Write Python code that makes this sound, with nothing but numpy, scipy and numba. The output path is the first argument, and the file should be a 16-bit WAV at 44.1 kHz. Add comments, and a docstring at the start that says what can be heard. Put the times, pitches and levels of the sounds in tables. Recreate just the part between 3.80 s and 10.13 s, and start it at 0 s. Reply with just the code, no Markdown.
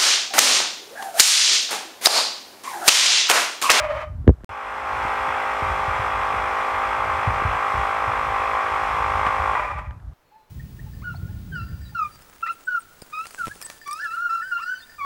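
"""A carpeted room, with a small electric piston pump droning and a hand-held phone as the microphone.
First a rough whine of noise-shaken resonances dies away, and decaying modes knock the phone hard.
After a short silence the pump fades up: summed crank orders, a clatter replayed every turn and
valve hiss, until it coasts to a stop. Close on the microphone the hand rumbles as low shaped noise,
with bumps, raps and nail ticks as struck modes; faint room tone lies behind."""
import sys
import numpy as np
from scipy import signal
from scipy.fft import rfft, irfft
from scipy.io import wavfile
from scipy.ndimage import uniform_filter1d
from numba import njit

SR = 44100
rng = np.random.default_rng(int(sys.argv[2]) if len(sys.argv) > 2 else 0)


def ratio_of_db(decibels):
    """Turn decibels (scalar or array-like) into linear amplitude factors; 0 dB maps to 1."""
    return 10 ** (np.asarray(decibels, float) / 20)


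def unload_wav(signal):
    """Save mono or channel-first audio to the path in sys.argv[1] as 16-bit WAV at rate SR, clipped to [-1, 1]."""
    wavfile.write(
        sys.argv[1],
        SR,
        np.round(np.clip(np.atleast_2d(signal).T, -1, 1) * 32767).astype(np.int16),
    )


N = 279373
T = np.arange(N) / SR  # time in seconds

# Crank harmonics of the pump. Each row: multiple of crank speed, level in dB.
CRANK_ORDERS = [(6, -17), (7, -12), (8, -8.5), (9, -16), (10, -3), (11, -9), (12, -4), (13, -8), (14, -3.5),
                (15, 3.5), (16, 0), (17, -0.5), (18, -11.5), (19, -1), (20, 2), (21, 3), (22, 4),
                (23, -0.5), (24, -2), (25, -2), (26, -22), (27, -4), (28, -34), (29, -16), (30, -3.5),
                (31, -25), (32, -16), (33, -11), (35, -40), (36, -6), (37, -20.5), (38, -22.5), (39, -8),
                (40, -11), (42, -21), (43, -35), (44, -41), (45, -12.5), (46, -25), (47, -37), (48, -23),
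                (49, -26), (50, -26), (51, -20), (52, -37), (53, -52), (54, -20.5)]
# Wavering motor tones that sink as the pump coasts. Each row: frequency in Hz, level in dB relative to the pump.
MOTOR_TONES = [(250.6, -26.5), (3338, -30), (4183, -39), (4710, -57), (5173, -44), (6000, -42)]
# Spectrum of the loose clatter. Each row: frequency in Hz, density in dB per Hz.
CLATTER_SPECTRUM = [(120, -44), (200, -19.5), (238, -30), (419, -19), (475, -8), (525, -15), (580, -18),
                    (794, -1.5), (935, -0.5), (1190, 0), (1790, -8.5), (2360, -8), (4000, -39.5),
                    (5200, -48.5), (8800, -120)]
# Spectrum of the valve hiss. Each row: frequency in Hz, density in dB per Hz.
HISS_SPECTRUM = [(1470, -16.5), (2500, -4.5), (2890, -7.5), (3390, -5.5), (3630, -10), (4430, -17),
                 (5240, -14.5), (6390, -20), (8470, -20.5), (9720, -25), (10400, -30), (13900, -30),
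                 (15500, -39)]
# Resonances of the pump housing. Each row: frequency in Hz, width in Hz, level in dB.
HOUSING_MODES = [(594, 70, -7), (840, 100, -8), (1000, 60, 0), (1180, 70, 1), (1930, 200, -10),
                 (2400, 200, -10)]
# Brief level changes of the pump, at a tap and on the last slow strokes. Each row: time in seconds, change in dB.
STROKE_SURGES = [(5.471, 4), (5.915, 3), (5.99, 8.5), (6.058, 1.5), (6.09, -2)]
# Overlapping parts of one hard knock.
# Each row: start in seconds, thud level in dB, thud frequency in Hz, case ring in dB, nail tick in dB.
KNOCK_PARTS = [(.469, -4, 116, -20.5, -49), (0.4775, 8.5, 82, -1.5, -14.5), (0.4908, -1, 69, -1, -35),
               (.501, -12, 111, -13.5, -36), (.509, -7.5, 61.8, -24, -58)]
# Soft bumps on the phone. Each row: start in seconds, level in dB, frequency in Hz, 60 dB decay in seconds.
SOFT_BUMPS = [(.636, -22.5, 93.3, .09), (1.82, -15.5, 82, 0.069), (1.897, -16, 61, 0.1),
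              (2.077, -10.5, 77.4, 0.047), (2.19, -21, 110, 0.11), (2.54, -27, 109, 0.059),
              (2.931, -29, 88, .14), (3.471, -3, 91.5, 0.037), (3.647, -8.5, 87.2, 0.055),
              (3.941, -17.5, 64, 0.11), (4.272, -20, 98, 0.063), (5.1, -23, 60.7, 0.088),
              (5.288, -23, 57, .15), (5.592, -14.5, 69.6, 0.11), (5.949, -19, 63.3, 0.18),
              (5.829, -31, 70, .12), (6.068, -20.5, 70, .13), (6.16, -27, 100, 0.072),
              (6.268, -23, 59, 0.1)]
# Fingertip raps that ring the case. Each row: start in seconds, level in dB.
FINGER_RAPS = [(.444, -40), (0.547, -47), (.607, -46), (.636, -37.5), (1.249, -30), (1.482, -33),
               (1.82, -31.5), (2.54, -33), (3.62, -26.5), (3.94, -33.5), (5.466, -25.5)]
# Nail ticks. Each row: start in seconds, level in dB.
NAIL_TICKS = [(.607, -49), (.636, -42), (5.466, -12.5), (6.109, -32), (6.201, -47)]
# Modes of the phone body. 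Each row: frequency in Hz, level in dB, 60 dB decay in seconds.
CASE_MODES = [(333, 11, 0.0094), (444, -11.5, 0.056)]
# Modes of a nail on the case. Each row: frequency in Hz, level in dB, 60 dB decay in seconds.
NAIL_MODES = [(1010, -17, 0.025), (1680, 2.5, 0.0084), (2900, -10, 0.0066), (6200, -18, 0.0055),
              (11000, -35, .004)]
# Hand on the phone between bumps. Each row: time in seconds, rumble level in dB.
GRIP_LEVEL = [(0, -34.5), (.25, -35.5), (.43, -24), (.58, -42), (.8, -54), (1.18, -37), (1.6, -43),
              (2.4, -39.5), (3.5, -38), (4.8, -40.5), (5.4, -33), (5.74, -43), (5.97, -29), (6.12, -41),
              (6.33, -41.5)]
# Spectrum of the hand rumble. Each row: frequency in Hz, density in dB per Hz.
RUMBLE_SPECTRUM = [(12, -53), (20, -26), (48, 16), (80, 6.5), (106, 3.5), (130, -1), (245, -18.5),
                   (283, -15), (300, -37.5), (390, -38), (660, -120)]
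# Dying whine, before its throb. Each row: time in seconds, level in dB.
WHINE_FALL = [(0.0, -29), (.17, -34.5), (.24, -37.5), (.29, -49.5), (.35, -63), (.44, -93)]
# Resonances of the whine. Each row: frequency in Hz, width in Hz, level in dB.
WHINE_MODES = [(607.6, 18, -1), (1226, 12, -6), (1670, 21, -28), (1850, 21, -21), (2340, 170, -66),
               (3050, 82, -20)]
# Spectrum of the air rush under the whine. Each row: frequency in Hz, density in dB per Hz.
RUSH_SPECTRUM = [(150, -69), (250, -18), (457, -26), (603, 11.5), (692, -9), (1200, -7), (1450, -19.5),
                 (2400, -19.5), (2800, -30), (3060, -33), (5000, -43), (15500, -64)]
# Spectrum of the room tone. Each row: frequency in Hz, density in dB per Hz.
ROOM_SPECTRUM = [(120, -27), (200, -17), (327, 1.5), (488, -2.5), (618, 1), (1330, -1.5), (2510, -18.5),
                 (13600, -29.5), (14700, -29), (15500, -40)]

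SILENCE_START_S, SILENCE_END_S = .645, .692
OFF_S, STOP_S = 5.74, 6.246  # power cut and standstill
COAST_S = .25  # time in which the coasting crank loses 63 % of its speed
CRANK_HZ, CRANK_WANDER = 53, 0.0012085  # driven speed, and its slow wander as a share
PUMP_DB, HISS_DB, CREEP_DB_PER_S = -23, -43.5, 0.035  # at the power cut; the pump works harder as the pool fills
FADE_END_S, FADE_DB_PER_S, HISS_FADE_DB_PER_S = 1.234, 18.5, 21  # pump and hiss fade up
HOSE_HZ, HOSE_WIDTH_HZ, HOSE_GAIN_DB = 1075, 120, 8  # gain from start to power cut, as the pool pushes back


def level(x, db=0):
    """Scale a sound to an rms level in dB."""
    return x * ratio_of_db(db) / np.sqrt(np.mean(x ** 2))


def curve(table):
    """Level over time from (seconds, dB) rows, one value a sample."""
    s, db = np.transpose(table)
    return np.interp(T, s, db)


def colour(x, points):
    """Shape a spectrum by (Hz, dB) points on a log frequency axis, rms 1."""
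    hz, db = np.transpose(points)
    log_hz = np.log(np.fft.rfftfreq(N, 1 / SR) + 1)
    return level(irfft(rfft(x) * ratio_of_db(np.interp(log_hz, np.log(hz), db)), N))


def walk(rate):
    """Smoothed random values, about rate a second, rms 1."""
    step = 64  # samples between points
    k = max(int(SR / rate / step), 1)
    held = np.repeat(rng.standard_normal(N // (k * step) + 2), k)
    slow = uniform_filter1d(uniform_filter1d(held, k), k)
    return level(np.interp(np.arange(N) / step, np.arange(len(slow)), slow))


def ring(hz, t60):
    """One exponentially decaying mode, .3 s long."""
    t = T[:int(.3 * SR)]
    return np.sin(2 * np.pi * hz * t) * np.exp(-np.log(1000) * t / t60)


def resonate(noise, peaks):
    """Noise through (Hz, width, dB) resonances, each applied twice for steep skirts."""
    out = 0
    for hz, width_hz, db in peaks:
        b, a = signal.iirpeak(hz, hz / (1.54 * width_hz), SR)
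        once = signal.lfilter(b, a, noise)
        out = out + ratio_of_db(db) * level(signal.lfilter(b, a, once))
    return out


def add(out, s, sound):
    """Mix a sound in at time s."""
    i = int(s * SR)
    out[i:i + len(sound)] += sound


@njit
def each_turn(fresh, lag, share):
    """Every turn replays a share of the last turn and adds new chance."""
    y = np.zeros(len(fresh))
    for i in range(len(fresh)):
        back = i - lag[i]
        k = int(back)
        old = 0.
        if back > 0:
            old = y[k] + (back - k) * (y[k + 1] - y[k])
        y[i] = share[i] * old + np.sqrt(1 - share[i] ** 2) * fresh[i]
    return y


def pump():
    """Crank, clatter, hiss and motor, fading up and then coasting to a stop after the power cut."""
    speed = np.exp(-np.clip(T - OFF_S, 0, None) / COAST_S)
    hz = CRANK_HZ * (1 + CRANK_WANDER * walk(2)) * np.maximum(speed, .1)
    turn = 2 * np.pi * np.cumsum(hz) / SR
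    stroke = np.cos(turn) + 0.2 * np.cos(2 * turn)
    # a slowing crank no longer repeats itself: the tones die and rough housing noise takes over
    share = speed ** 3.0

    # after the power cut the levels go as a power of the time still to run
    early_s = np.clip(FADE_END_S - T, 0, None)
    left_db = 20 * np.log10(np.clip((STOP_S - T) / (STOP_S - OFF_S), 1e-3, 1))
    surge_db = sum(db * np.exp(-((T - s) / 0.011) ** 2) for s, db in STROKE_SURGES)
    creep_db = CREEP_DB_PER_S * (T - OFF_S)
    pump_db = PUMP_DB + creep_db - FADE_DB_PER_S * early_s + 2.2 * left_db + surge_db
    hiss_db = HISS_DB - HISS_FADE_DB_PER_S * early_s + 2.6 * left_db + surge_db

    # strokes swell the clatter noise, by a smaller share when coasting
    depth = .25 * share + 0.06 * (1 - share)
    fresh = rng.standard_normal(N) * (1 + depth * stroke)
    loose = clatter(fresh, hz, share)
    driven = level(level(crank_orders(turn, hz)) + ratio_of_db(-2.0) * loose) + motor_tones(speed)
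    coasting = level(loose + level(resonate(fresh, HOUSING_MODES), -1))
    body = share * driven + np.sqrt(1 - share ** 2) * coasting
    hiss = valve_hiss(stroke, hz, share, hiss_db)
    return (body * ratio_of_db(pump_db) + hiss) * (T > SILENCE_END_S)


def crank_orders(turn, hz):
    """Harmonics of the crank, partly in step, so each turn carries a knock smeared over a few ms."""
    start = 1.2 * rng.standard_normal(len(CRANK_ORDERS))
    # phase lag in rad per order squared around order 20: the knock tightens as the pool fills
    smear = np.interp(T, [SILENCE_END_S, OFF_S], (.17, .02))
    fill_db = HOSE_GAIN_DB * (T / OFF_S - .5)
    out = 0
    for (order, db), phase in zip(CRANK_ORDERS, start):
        near_hose = np.exp(-((order * hz[N // 2] - HOSE_HZ) / HOSE_WIDTH_HZ) ** 2)
        # the hand moves in the room, so each order swells and drifts alone
        order_db = db + near_hose * fill_db - 0.5 * walk(3.6)
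        angle = order * turn + phase - smear * (order - 20) ** 2 + 0.27 * walk(7)
        out = out + ratio_of_db(order_db) * np.sin(angle)
    return out


def clatter(fresh, hz, share):
    """Loose parts: stroke-swelled noise, partly repeated one crank turn later."""
    return colour(each_turn(fresh, SR / hz, np.clip(.3 * share, 0, .95)), CLATTER_SPECTRUM)


def valve_hiss(stroke, hz, share, hiss_db):
    """Air through the valves: noise that swells slightly with the stroke and partly repeats each turn."""
    puff = rng.standard_normal(N) * (1 + 0.074 * stroke)
    repeated = each_turn(puff, SR / hz, np.clip(0.19 * share, 0, .95))
    return colour(repeated, HISS_SPECTRUM) * ratio_of_db(hiss_db + 0.42 * walk(13))


def motor_tones(speed):
    """Wavering motor tones whose pitch falls with the coasting speed."""
    motor_s = np.cumsum(speed) / SR
    out = 0
    for hz, db in MOTOR_TONES:
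        out = out + ratio_of_db(db + 0.91 * walk(4.5)) * np.sin(2 * np.pi * hz * motor_s + .5 * walk(6.2))
    return out


def whine():
    """Narrow resonances shaken by chance, over a broad rush of air, throbbing as they die away."""
    fall_db = curve(WHINE_FALL)
    throb = np.cos(2 * np.pi * 17.2 * (T - 0.1675))  # Hz, and seconds to a peak
    whine_db = fall_db + 3 * throb
    # the treble falls faster than the whine
    treble_db = 1.17 * fall_db + 2.5 + 1.5 * throb
    tones = resonate(rng.standard_normal(N), WHINE_MODES) * ratio_of_db(1.5 * walk(40))
    rush = colour(rng.standard_normal(N), RUSH_SPECTRUM) * ratio_of_db(1.5 * walk(30))
    dull = signal.sosfilt(signal.butter(4, 1500, fs=SR, output="sos"), rush)
    bright = signal.sosfilt(signal.butter(4, 1500, "high", fs=SR, output="sos"), rush)
    rush = level(dull) * ratio_of_db(whine_db + 2.5) + level(bright) * ratio_of_db(treble_db)
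    fade_out = np.clip((.5 - T) / 0.082, 0, 1)
    return (tones * ratio_of_db(whine_db) + rush) * fade_out


def struck(x, push_s):
    """A softer contact is a longer push, which rounds off the ring."""
    push = np.hanning(int(push_s * SR) + 3) ** 2
    return np.convolve(x, push / push.sum())[:len(x)]


def thumps():
    """The knock swings the phone low, rings its case and ticks; lighter touches do one or more of these."""
    thud_push_s, case_push_s, tick_push_s = 0.0068, 0.002, 0.00022
    out = np.zeros(N + SR)
    case = struck(sum(ratio_of_db(db) * ring(hz, t60) for hz, db, t60 in CASE_MODES), case_push_s)
    tick = struck(sum(ratio_of_db(db) * ring(hz, t60) for hz, db, t60 in NAIL_MODES), tick_push_s)
    for s, db, hz, case_db, tick_db in KNOCK_PARTS:
        thud = struck(ring(hz, 5.5 / hz), thud_push_s)  # 5.5 swings until 60 dB down
        add(out, s, ratio_of_db(db) * thud + ratio_of_db(case_db) * case + ratio_of_db(tick_db) * tick)
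    for s, db, hz, t60 in SOFT_BUMPS:
        add(out, s, ratio_of_db(db) * struck(ring(hz, t60), thud_push_s))
    for s, db in FINGER_RAPS:
        add(out, s, ratio_of_db(db) * case)
    for s, db in NAIL_TICKS:
        add(out, s, ratio_of_db(db) * tick)
    return out[:N]


def hand():
    """Skin and grip shifting on the phone: a lumpy low rumble that swells after each soft bump."""
    lumps_db = 2.5 * walk(18)
    shifts = 0
    for s, db, hz, t60 in SOFT_BUMPS:
        since = np.clip(T - s, 0, None) / 0.024  # the grip's swell tops after 24 ms
        shifts = shifts + ratio_of_db(db - 19) * since * np.exp(1 - since)
    rumble = colour(rng.standard_normal(N), RUMBLE_SPECTRUM)
    return rumble * (ratio_of_db(curve(GRIP_LEVEL)) + shifts) * ratio_of_db(lumps_db)


def room_tone():
    """Steady, faint noise of the room behind everything."""
    return colour(rng.standard_normal(N), ROOM_SPECTRUM) * ratio_of_db(-57.5)


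def scene():
    """All sources in the room, as one channel."""
    return (pump() + whine() + thumps() + hand() + room_tone())[None]


def band_limit(x):
    """A steep low-pass at the top of the band."""
    return signal.sosfilt(signal.butter(12, 15630, fs=SR, output="sos"), x)


def record(dry):
    """The microphone drops the deepest bass and softly clips the hardest knock; a silence parts the sound."""
    heard = signal.sosfilt(signal.butter(3, 57.2, "high", fs=SR, output="sos"), dry)
    clipped = 1.02 * heard / (1 + heard ** 4) ** (1 / 4)
    sounding = (T < SILENCE_START_S) | (T > SILENCE_END_S)
    return band_limit(clipped * sounding)


dry = scene()
out = record(dry)
unload_wav(out)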